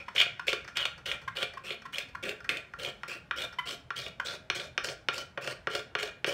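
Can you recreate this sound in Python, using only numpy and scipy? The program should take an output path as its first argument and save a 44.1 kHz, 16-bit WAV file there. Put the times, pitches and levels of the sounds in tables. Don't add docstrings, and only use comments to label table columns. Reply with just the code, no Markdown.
import sys
import numpy as np
from scipy import signal
from scipy.io import wavfile
from scipy.ndimage import uniform_filter1d

SR = 44100
rng = np.random.default_rng(int(sys.argv[2]) if len(sys.argv) > 2 else 0)


def dump(signal):
    limited = np.clip(np.atleast_2d(signal).T, -1, 1)
    pcm = np.round(limited * 32767).astype(np.int16)
    wavfile.write(sys.argv[1], SR, pcm)


N = 279549


def gain_of(db):
    return 10 ** (np.asarray(db) / 20)


def unit(x):
    return x / np.sqrt(np.sum(x ** 2) + 1e-30)


def unit_rms(x):
    return np.sqrt(len(x)) * unit(x)


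def smooth_twice(x, first, second, first_axis=-1, second_axis=-1):
    return uniform_filter1d(uniform_filter1d(x, first, first_axis), second, second_axis)


def read(points, hz):
    f, value = np.transpose(points)
    return np.interp(np.log(hz + 1), np.log(f + 1), value)


def level_over_time(curve):
    return np.interp(np.arange(N) / SR, *np.transpose(curve))


def add(mix, start_s, sound):
    part = mix[..., round(start_s * SR):][..., :sound.shape[-1]]
    part += sound[..., :part.shape[-1]]


# (frequency [Hz], relative density [dB per Hz])
HUM_SPECTRUM = [(35, -43), (58, 4), (90, -8), (130, 0), (200, -6.5), (300, -12.5), (1000, -17.5),
                (3000, -28.5), (16000, -53)]
HUM_RMS_DB, HUM_PATCH_DB = -57.5, 3.7


def hum():
    frames, hz = N // 512 + 5, np.fft.rfftfreq(2048, 1 / SR)
    real, imag, patches = rng.standard_normal((frames, 1025, 3)).T
    patches = smooth_twice(patches, 3, 5, 0, 1)
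    level_db = read(HUM_SPECTRUM, hz)[:, None] + HUM_PATCH_DB * patches / patches.std()
    noise = signal.istft((real + 1j * imag) * gain_of(level_db), nperseg=2048, noverlap=1536)[1][:N]
    return gain_of(HUM_RMS_DB) * np.sqrt(N) * unit(noise)


# (frequency [Hz], t60 [s])
ROOM_DECAY = [(300, 0.22), (700, 0.42), (1030, 0.23), (1500, 0.44), (3000, 0.32), (6000, 0.28),
              (12000, 0.21)]
SET_CHANGES_PER_S = 2.3


def room(x, count=3):
    out = np.zeros(N)
    place = np.cumsum(np.full(N, SET_CHANGES_PER_S / SR)) % count
    for k in range(count):
        taps = np.zeros(SR // 2)
        at = np.arange(220, len(taps) - 20, 16)
        taps[at + rng.integers(0, 16, len(at))] = rng.choice([-1., 1.], len(at))
        hz, t, z = signal.stft(taps, SR, nperseg=256)
        decay = gain_of(-60 * t / read(ROOM_DECAY, hz)[:, None])
        tail = signal.istft(z * decay, SR, nperseg=256)[1]
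        away = abs((place - k + count / 2) % count - count / 2)
        fade = np.cos(np.pi / 2 * np.minimum(away, 1))
        out += signal.fftconvolve(x * fade, unit(tail))[:N]
    return out


GRIP_DETUNE, GRIP_DB = 0.008, 1.5


def ring(modes, rise_s):
    t, chance = np.arange(8192) / SR, rng.standard_normal((len(modes), 2))
    tap = np.zeros(len(t))
    for k, (hz, db, t60_s) in enumerate(modes):
        decay = gain_of(db + GRIP_DB * chance[k, 0] - 60 * t / t60_s)
        tap += (-1) ** k * decay * np.sin(2 * np.pi * hz * (1 + GRIP_DETUNE * chance[k, 1]) * t)
    tap *= 1 - np.exp(-t / rise_s)
    highpass = signal.butter(4, .75 * modes[0][0], "high", fs=SR, output="sos")
    return unit(signal.sosfilt(highpass, tap))


def body(force, modes, rise_s, count=22):
    out, place = np.zeros(N), np.linspace(0, count, N)
    for k in range(count + 1):
        span = np.flatnonzero(abs(place - k) < 1)
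        fade = np.cos(np.pi / 2 * (place[span] - k)) ** 2
        add(out, span[0] / SR, signal.fftconvolve(force[span] * fade, ring(modes, rise_s)))
    return out


def shelf(x, hz, side, curve):
    part = signal.sosfiltfilt(signal.butter(2, hz, side, fs=SR, output="sos"), x)
    return x + (gain_of(level_over_time(curve)) - 1) * part


# (frequency [Hz], relative level [dB], t60 [s])
HANDLE_DEEP_MODES = [(129.6, -6, 0.11), (371.8, 2.5, 0.072), (431.3, 1, 0.086), (524.6, 7.5, 0.045),
                     (632, -6, 0.11), (698.6, -4.5, 0.11)]
# (time [s], level [dB])
THUD_LEVEL = [(0, -12), (2, 2.5), (6.34, -0.5)]
THUD_HZ, THUD_RISE_S = 486, 0.00033


def handle_deep(force):
    return body(shelf(force, THUD_HZ, "low", THUD_LEVEL), HANDLE_DEEP_MODES, THUD_RISE_S)


RING_RISE_S = 0.00025
# (frequency [Hz], relative level [dB], t60 [s])
HANDLE_MID_MODES = [(1153, 11.8, 0.049), (1146, 26.5, 0.0046), (1379.4, 14.17, 0.069),
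                    (1597, 25.56, 0.0064), (1896, 16.7, 0.0091), (1862, 12, 0.028)]


def handle_mid(force):
    return body(force, HANDLE_MID_MODES, RING_RISE_S)


# (frequency [Hz], relative level [dB], t60 [s])
BLADE_MODES = [(2215, -7.5, 0.12), (2407, -2, 0.2), (2397, 22, 0.0061), (2850, 6.5, 0.042),
               (3000, 13, 0.011), (3423, 12, 0.012), (3603, 9, 0.019), (3734, 4.5, 0.014),
               (4240, -4.5, 0.062), (4233, -0.5, 0.027)]


def blade(force):
    return body(force, BLADE_MODES, RING_RISE_S)


# (frequency [Hz], relative level [dB], t60 [s])
BLADE_TOP_MODES = [(4560, -4, .016), (4900, -3, .01), (5300, 1, .016), (5650, -1, .012), (6000, -2, .009)]


def blade_top(force):
    return body(force, BLADE_TOP_MODES, 1e-5)


def causal(points):
    hz = abs(np.fft.fftfreq(4096, 1 / SR))
    log_gain = np.log(gain_of(np.maximum(read(points, hz), -100)))
    return unit(np.fft.ifft(np.exp(log_gain - 1j * signal.hilbert(log_gain).imag)).real[:1024])


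# (frequency [Hz], relative density [dB per Hz])
FIZZ_SPECTRUM = [(2700, -30), (4300, 7), (6400, -2.5), (8600, -6.5), (10200, -17), (11800, -14),
                 (14000, -23), (16000, -16)]
# (time [s], level [dB])
SHEEN_LEVEL = [(0, 1.5), (2, 9), (3.4, 7), (4.4, 0.5), (6.34, 5.5)]
SHEEN_HZ = 7900


def fizz_air(force):
    return signal.oaconvolve(shelf(force, SHEEN_HZ, "high", SHEEN_LEVEL), causal(FIZZ_SPECTRUM))[:N]


CLUMP_DB, PATCH_DB = 2.8, 2.8


def fibres(tears_per_s=1800, spread_db=2.5, rub_share=0.82, clump_db=CLUMP_DB):
    sizes = gain_of(spread_db * np.minimum(rng.exponential(1, N), 5))
    tears = sizes * (rng.random(N) < tears_per_s / SR) * rng.choice([-1., 1.], N)
    clumps = smooth_twice(rng.standard_normal(N), 110, 110)
    rub = tears + rub_share * tears.std() * rng.standard_normal(N)
    return unit_rms(rub * gain_of(clump_db * clumps / clumps.std()))


def patchy(x):
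    z = signal.stft(x, nperseg=256, noverlap=192)[2]
    patches = smooth_twice(rng.standard_normal(z.shape[::-1]).T, 5, 14, 0, 1)
    z = z * gain_of(PATCH_DB * patches / patches.std())
    return unit_rms(signal.istft(z, nperseg=256, noverlap=192)[1][:N])


# (time [s], relative level [dB])
SLIDE_LEVEL = [(0, -60.5), (1.2, -76), (2.5, -74), (3, -67), (4.4, -116), (6.34, -99)]


def slide(force):
    share_db = np.array([[-6], [0], [-1.5], [-12], [-12]])
    add(force[:5], 0, gain_of(level_over_time(SLIDE_LEVEL) + share_db) * fibres(clump_db=-1.5))


# (time [s], relative level [dB], slip rate [1/s], length [ms],
# overtone slope [dB per overtone], rattle above level [dB], strong-weak overtone above level [dB])
SQUEAK_EVENTS = [(0.082, -32.5, 1010, 8.6, -7, 9, -12), (0.395, -36.5, 1010, 6.2, -16, 18.5, 5),
                 (1.2766, -28.5, 1060, 12.4, -9.5, 5.5, -6.5), (1.572, -30.5, 1080, 10.4, -22, 4, -12),
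                 (1.853, -34.5, 1065, 13.6, -21, 5.5, -22), (2.1494, -31, 1060, 7.8, -12, 8, -4.5),
                 (3.5857, -25.5, 1015, 15, -1.5, 4.5, -23), (4.1984, -28.5, 1020, 6.8, -2.5, 12, 5)]


def squeaks(force):
    t = np.arange(1500) / SR
    for start_s, db, slip_hz, ms, slope_db, rattle_db, half_db in SQUEAK_EVENTS:
        waver = uniform_filter1d(rng.standard_normal(len(t)), 40) * np.sqrt(40)
        turns = slip_hz * t + .02 * waver
        stack = sum(gain_of(slope_db * k) * np.sin(2 * np.pi * (k + 1) * turns) for k in range(3))
        stack += gain_of(half_db) * np.sin(3 * np.pi * turns)
        swell = np.sin(np.pi * np.clip(1000 * t / ms, 0, 1) ** .8) ** .6
        late = .2 * uniform_filter1d(rng.standard_normal(len(t)), 30) * np.sqrt(30)
        slips = np.diff(np.floor(np.maximum.accumulate(turns + late)), prepend=-1)
        slips = slips * rng.uniform(0.36, 2.05, len(t)) * (1000 * t < ms)
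        share_db = np.array([[-20], [0], [-9], [-20], [-22]])
        add(force[5], start_s, gain_of(db) * swell * stack)
        add(force[:5], start_s, gain_of(db + rattle_db + share_db) * slips)


PATTER_PER_MS = 0.035


def blow(ms):
    t = np.arange(1500) / SR
    patter = PATTER_PER_MS * ms * rng.standard_normal(len(t)) * np.exp(-1000 * t / max(ms, .2))
    return unit(patter + (t == 0))


# (time [s], relative knock level [dB], deep thud above it [dB],
# blade ring above it [dB], tick above it [dB], contact decay [ms])
LANDING_EVENTS = [(0.646, -28.5, -13, -18, -16.5, 4.5), (0.6773, -28.5, -10, -8.5, -12, 13),
                  (0.9782, -34.5, -7, -29, -14, 11), (1.215, -38.5, -6, -16, -13.5, 25),
                  (1.5358, -33, -9, -25, -14, 9.4), (1.82, -39, -10, -8, -10, 5.3),
                  (2.086, -48, -14, -9, -4, 14), (2.405, -36.5, -11, -14, -14, 4.3),
                  (2.444, -28.5, -21, -16, -18, 10), (2.7373, -27, -22, -21, -25, 0.47),
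                  (3.0337, -22, -26, -11.5, -20.5, 1.7), (3.3104, -18.5, -19.5, -6, -23, 1.6),
                  (3.5252, -34, -32, -7, -14, 15), (3.9049, -19, -21, -10.5, -24, 1.2),
                  (4.5004, -16.5, -10.5, 1, -10, 1.7), (4.778, -14.5, -12.5, -2, -15, 1.95),
                  (5.0859, -15, -10, 0.5, -12.5, 0.86), (5.375, -22, -3, -10, -24, 4.7),
                  (5.6714, -15.5, -7, -9.5, -22, 0.46), (5.9519, -16, -8, -2.5, -19, 0.76),
                  (6.2445, -17.5, -4, 0.5, -15.5, 1.4)]


def landings(force, level_db=17, air_db=-9, air_db_per_ms=0.33):
    for start_s, db, deep_db, blade_db, tick_db, ms in LANDING_EVENTS:
        hiss_db = tick_db + air_db + air_db_per_ms * ms
        share_db = np.array([[deep_db], [0], [blade_db], [tick_db], [hiss_db]])
        add(force[:5], start_s, gain_of(level_db + db + share_db) * blow(ms))


# (time [s], relative blade ring [dB],
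# handle ring above it [dB], deep thud above it [dB], tick above it [dB])
CATCH_EVENTS = [(0.1626, -9.5, -11, -10, -30), (0.18, -5, -33, -24, -31), (0.1994, -14, -32, -30, -43),
                (0.2134, -1, -17, -21, -16.5), (0.262, -25, -4, 6.5, -30), (0.4814, -5, -24, -3.5, -20),
                (0.5298, -9.5, -3.5, -2, -13), (0.7704, -10, -7, -12, -9), (0.798, -20, 0, -22, -30),
                (0.8539, -8.5, -6.5, -6.5, -14.5), (1.1152, -11, -12, -24, -17),
                (1.369, -16.5, -16, -25, -13), (1.4283, -10, -6, -7, -15), (1.706, -14.5, -16, -7, -39),
                (1.9832, -11, -37, -11.5, -12.5), (2.2415, -22, -20, -25, -24),
                (2.2921, -13.5, -30, -25, -14), (2.492, -6.5, -9, -17.5, -17), (2.57, -18, -30, -20, -14.5),
                (2.8482, -15, -35, -40, -16), (3.384, -28, -52, -25, -36), (3.419, -17, -30, -33, -10.5),
                (3.708, -19, -26, -29, -9), (4.0641, -19.5, -7.5, -5.5, -35), (4.598, -17.5, -22, -27, -23),
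                (4.8865, -16, -7.5, -16, -47), (5.18, -28.5, 7.5, 2, 6.5), (5.475, -16.5, 0, 1, -8.5),
                (5.7508, -13.5, -3, 1, -7), (5.989, -17, -23, -29, -15), (6.0293, -15.5, -5.5, 0.5, -6.5),
                (6.275, -29, -14, 16.5, -26)]
SNAP_MS, TICK_MS = 1.6, 5.6


def catches(force, level_db=9, top_db=-6):
    for start_s, db, handle_db, deep_db, tick_db in CATCH_EVENTS:
        share_db = np.array([[deep_db], [handle_db], [0], [tick_db + top_db], [tick_db]])
        snap, tick = blow(SNAP_MS), blow(TICK_MS)
        add(force[:5], start_s, gain_of(level_db + db + share_db) * np.array([snap, snap, snap, tick, tick]))


def resonate(x, hz, width_hz):
    turn, r = np.exp(2j * np.pi * np.cumsum(hz) / SR), np.exp(-np.pi * width_hz / SR)
    return (turn * signal.lfilter([1], np.poly([r, r]), x / turn)).real


# (start [s], length [s], digging-in [s], relative blade ring before dig-in loss [dB],
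# its change by the lift [dB], mid-pull fizz [dB], mid-pull handle ring [dB], mid-pull shaving resonance [Hz])
PULL_EVENTS = [(0, 0.051, 0.042, -26, -46, -69.5, -61.5, 2490),
               (0.148, 0.099, 0.038, -23.5, -4.5, -38.5, -43.5, 3130),
               (0.468, 0.1, 0.031, -18, -37, -47, -51.5, 2830),
               (0.752, 0.099, 0.022, -33.5, -1, -49.5, -50.5, 2970),
               (1.054, 0.11, 0.0087, -32, -13, -51, -45.5, 3080),
               (1.352, 0.1, 0.014, -39.5, 5.5, -50, -45, 3080),
               (1.635, 0.12, 0.021, -40, -4, -54.5, -50, 2780),
               (1.923, 0.11, 0.017, -34, -7, -53.5, -54.5, 3320),
               (2.225, 0.11, 0.0017, -39, -6, -54, -42.5, 2550),
               (2.489, 0.13, 0.0077, -32.5, -22, -58.5, -48.5, 2480),
               (2.784, 0.13, 0.01, -40, -3, -51.5, -46.5, 2970),
               (3.077, 0.12, 0.038, -33, -24.5, -54, -54, 2630),
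               (3.359, 0.11, 0.015, -36.5, -3, -48.5, -47.5, 3340),
               (3.654, 0.11, 0.019, -37.5, -5, -47.5, -50, 2990),
               (3.956, 0.14, 0.0072, -38.5, -4.5, -48.5, -49.5, 3340),
               (4.245, 0.13, 0.015, -37, -7, -46.5, -48.5, 3540),
               (4.546, 0.15, 0.0078, -35, -22.5, -50, -48, 3400),
               (4.835, 0.11, 0.011, -39.5, -13.5, -44.5, -43, 3050),
               (5.124, 0.11, 0.013, -42.5, -5, -47, -46.5, 2850),
               (5.409, 0.13, .012, -46.5, 4, -48, -46, 2730),
               (5.698, 0.12, 0.017, -41, -2, -48.5, -44.5, 3290),
               (5.981, 0.12, 0.0068, -38, -6.5, -50.5, -44.5, 3240),
               (6.262, 0.14, 0.011, -31.5, -23.5, -48.5, -40, 3090)]
BITE_S, LIFT_S = 0.0035, 0.02
DIG_DB, FIZZ_DIG_DB = -13.5, -9.5
HANDLE_FOLLOWS, HANDLE_DRIFT_DB = 0.75, 7.5
GLIDE, SHAVING_WIDTH_HZ = 0.15, 450
TONE_START_HZ, TONE_END_HZ, TONE_WIDTH_HZ = 505, 640, 110
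MID_DB, RING_DB, SHAVING_DB, TOP_DB, TONE_DB = -4, -3, -1, -7, -2
FINE_SHARE = 0.12


def pulls(force):
    grain, fine = patchy(fibres()), patchy(fibres())
    for start_s, length_s, dig_s, bite_db, change_db, fizz_db, handle_db, shaving_hz in PULL_EVENTS:
        first, count = round(start_s * SR), round(length_s * SR)
        coarse, small = grain[first:][:count], fine[first:][:count]
        t = np.arange(len(coarse)) / SR
        way = t / length_s - .5
        shallow = np.maximum(1 - t / dig_s, 0)

        blade_db = bite_db + change_db * (way + .5) + DIG_DB * shallow
        fizz_db = fizz_db + change_db * way + FIZZ_DIG_DB * shallow
        handle_db = handle_db + (HANDLE_FOLLOWS * change_db + HANDLE_DRIFT_DB) * way
        mid_db = 0.34 * handle_db + 0.61 * blade_db + MID_DB

        tone_hz = np.interp(t, [0, length_s], [TONE_START_HZ, TONE_END_HZ])
        fizz = unit_rms(coarse + FINE_SHARE * small)
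        shaving = unit_rms(resonate(coarse, shaving_hz * (1 + GLIDE * way), SHAVING_WIDTH_HZ))
        tone = unit_rms(resonate(small, tone_hz, TONE_WIDTH_HZ))
        direct = gain_of(blade_db + SHAVING_DB) * shaving + gain_of(handle_db + TONE_DB) * tone

        drive = np.array([coarse, coarse, coarse, small, fizz, direct])
        level_db = [handle_db, mid_db, blade_db + RING_DB, fizz_db + TOP_DB, fizz_db, 0 * t]
        bite = np.clip(np.minimum(t / BITE_S, (length_s - t) / LIFT_S), 0, 1)
        add(force, start_s, gain_of(level_db) * bite * drive)


def scene():
    force = np.zeros((6, N))
    slide(force)
    squeaks(force)
    landings(force)
    catches(force)
    pulls(force)
    near = handle_deep(force[0]) + handle_mid(force[1]) + blade(force[2])
    near += blade_top(force[3]) + fizz_air(force[4]) + force[5]
    return (gain_of(-2.5) * near + gain_of(-10.5) * room(near) + hum())[None]


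EDGE_HZ = 15750


def record(dry):
    edge = signal.firwin(511, EDGE_HZ, window=("kaiser", 7), fs=SR)
    return signal.oaconvolve(dry, edge[None], "same")


dry = scene()
out = record(dry)
dump(out)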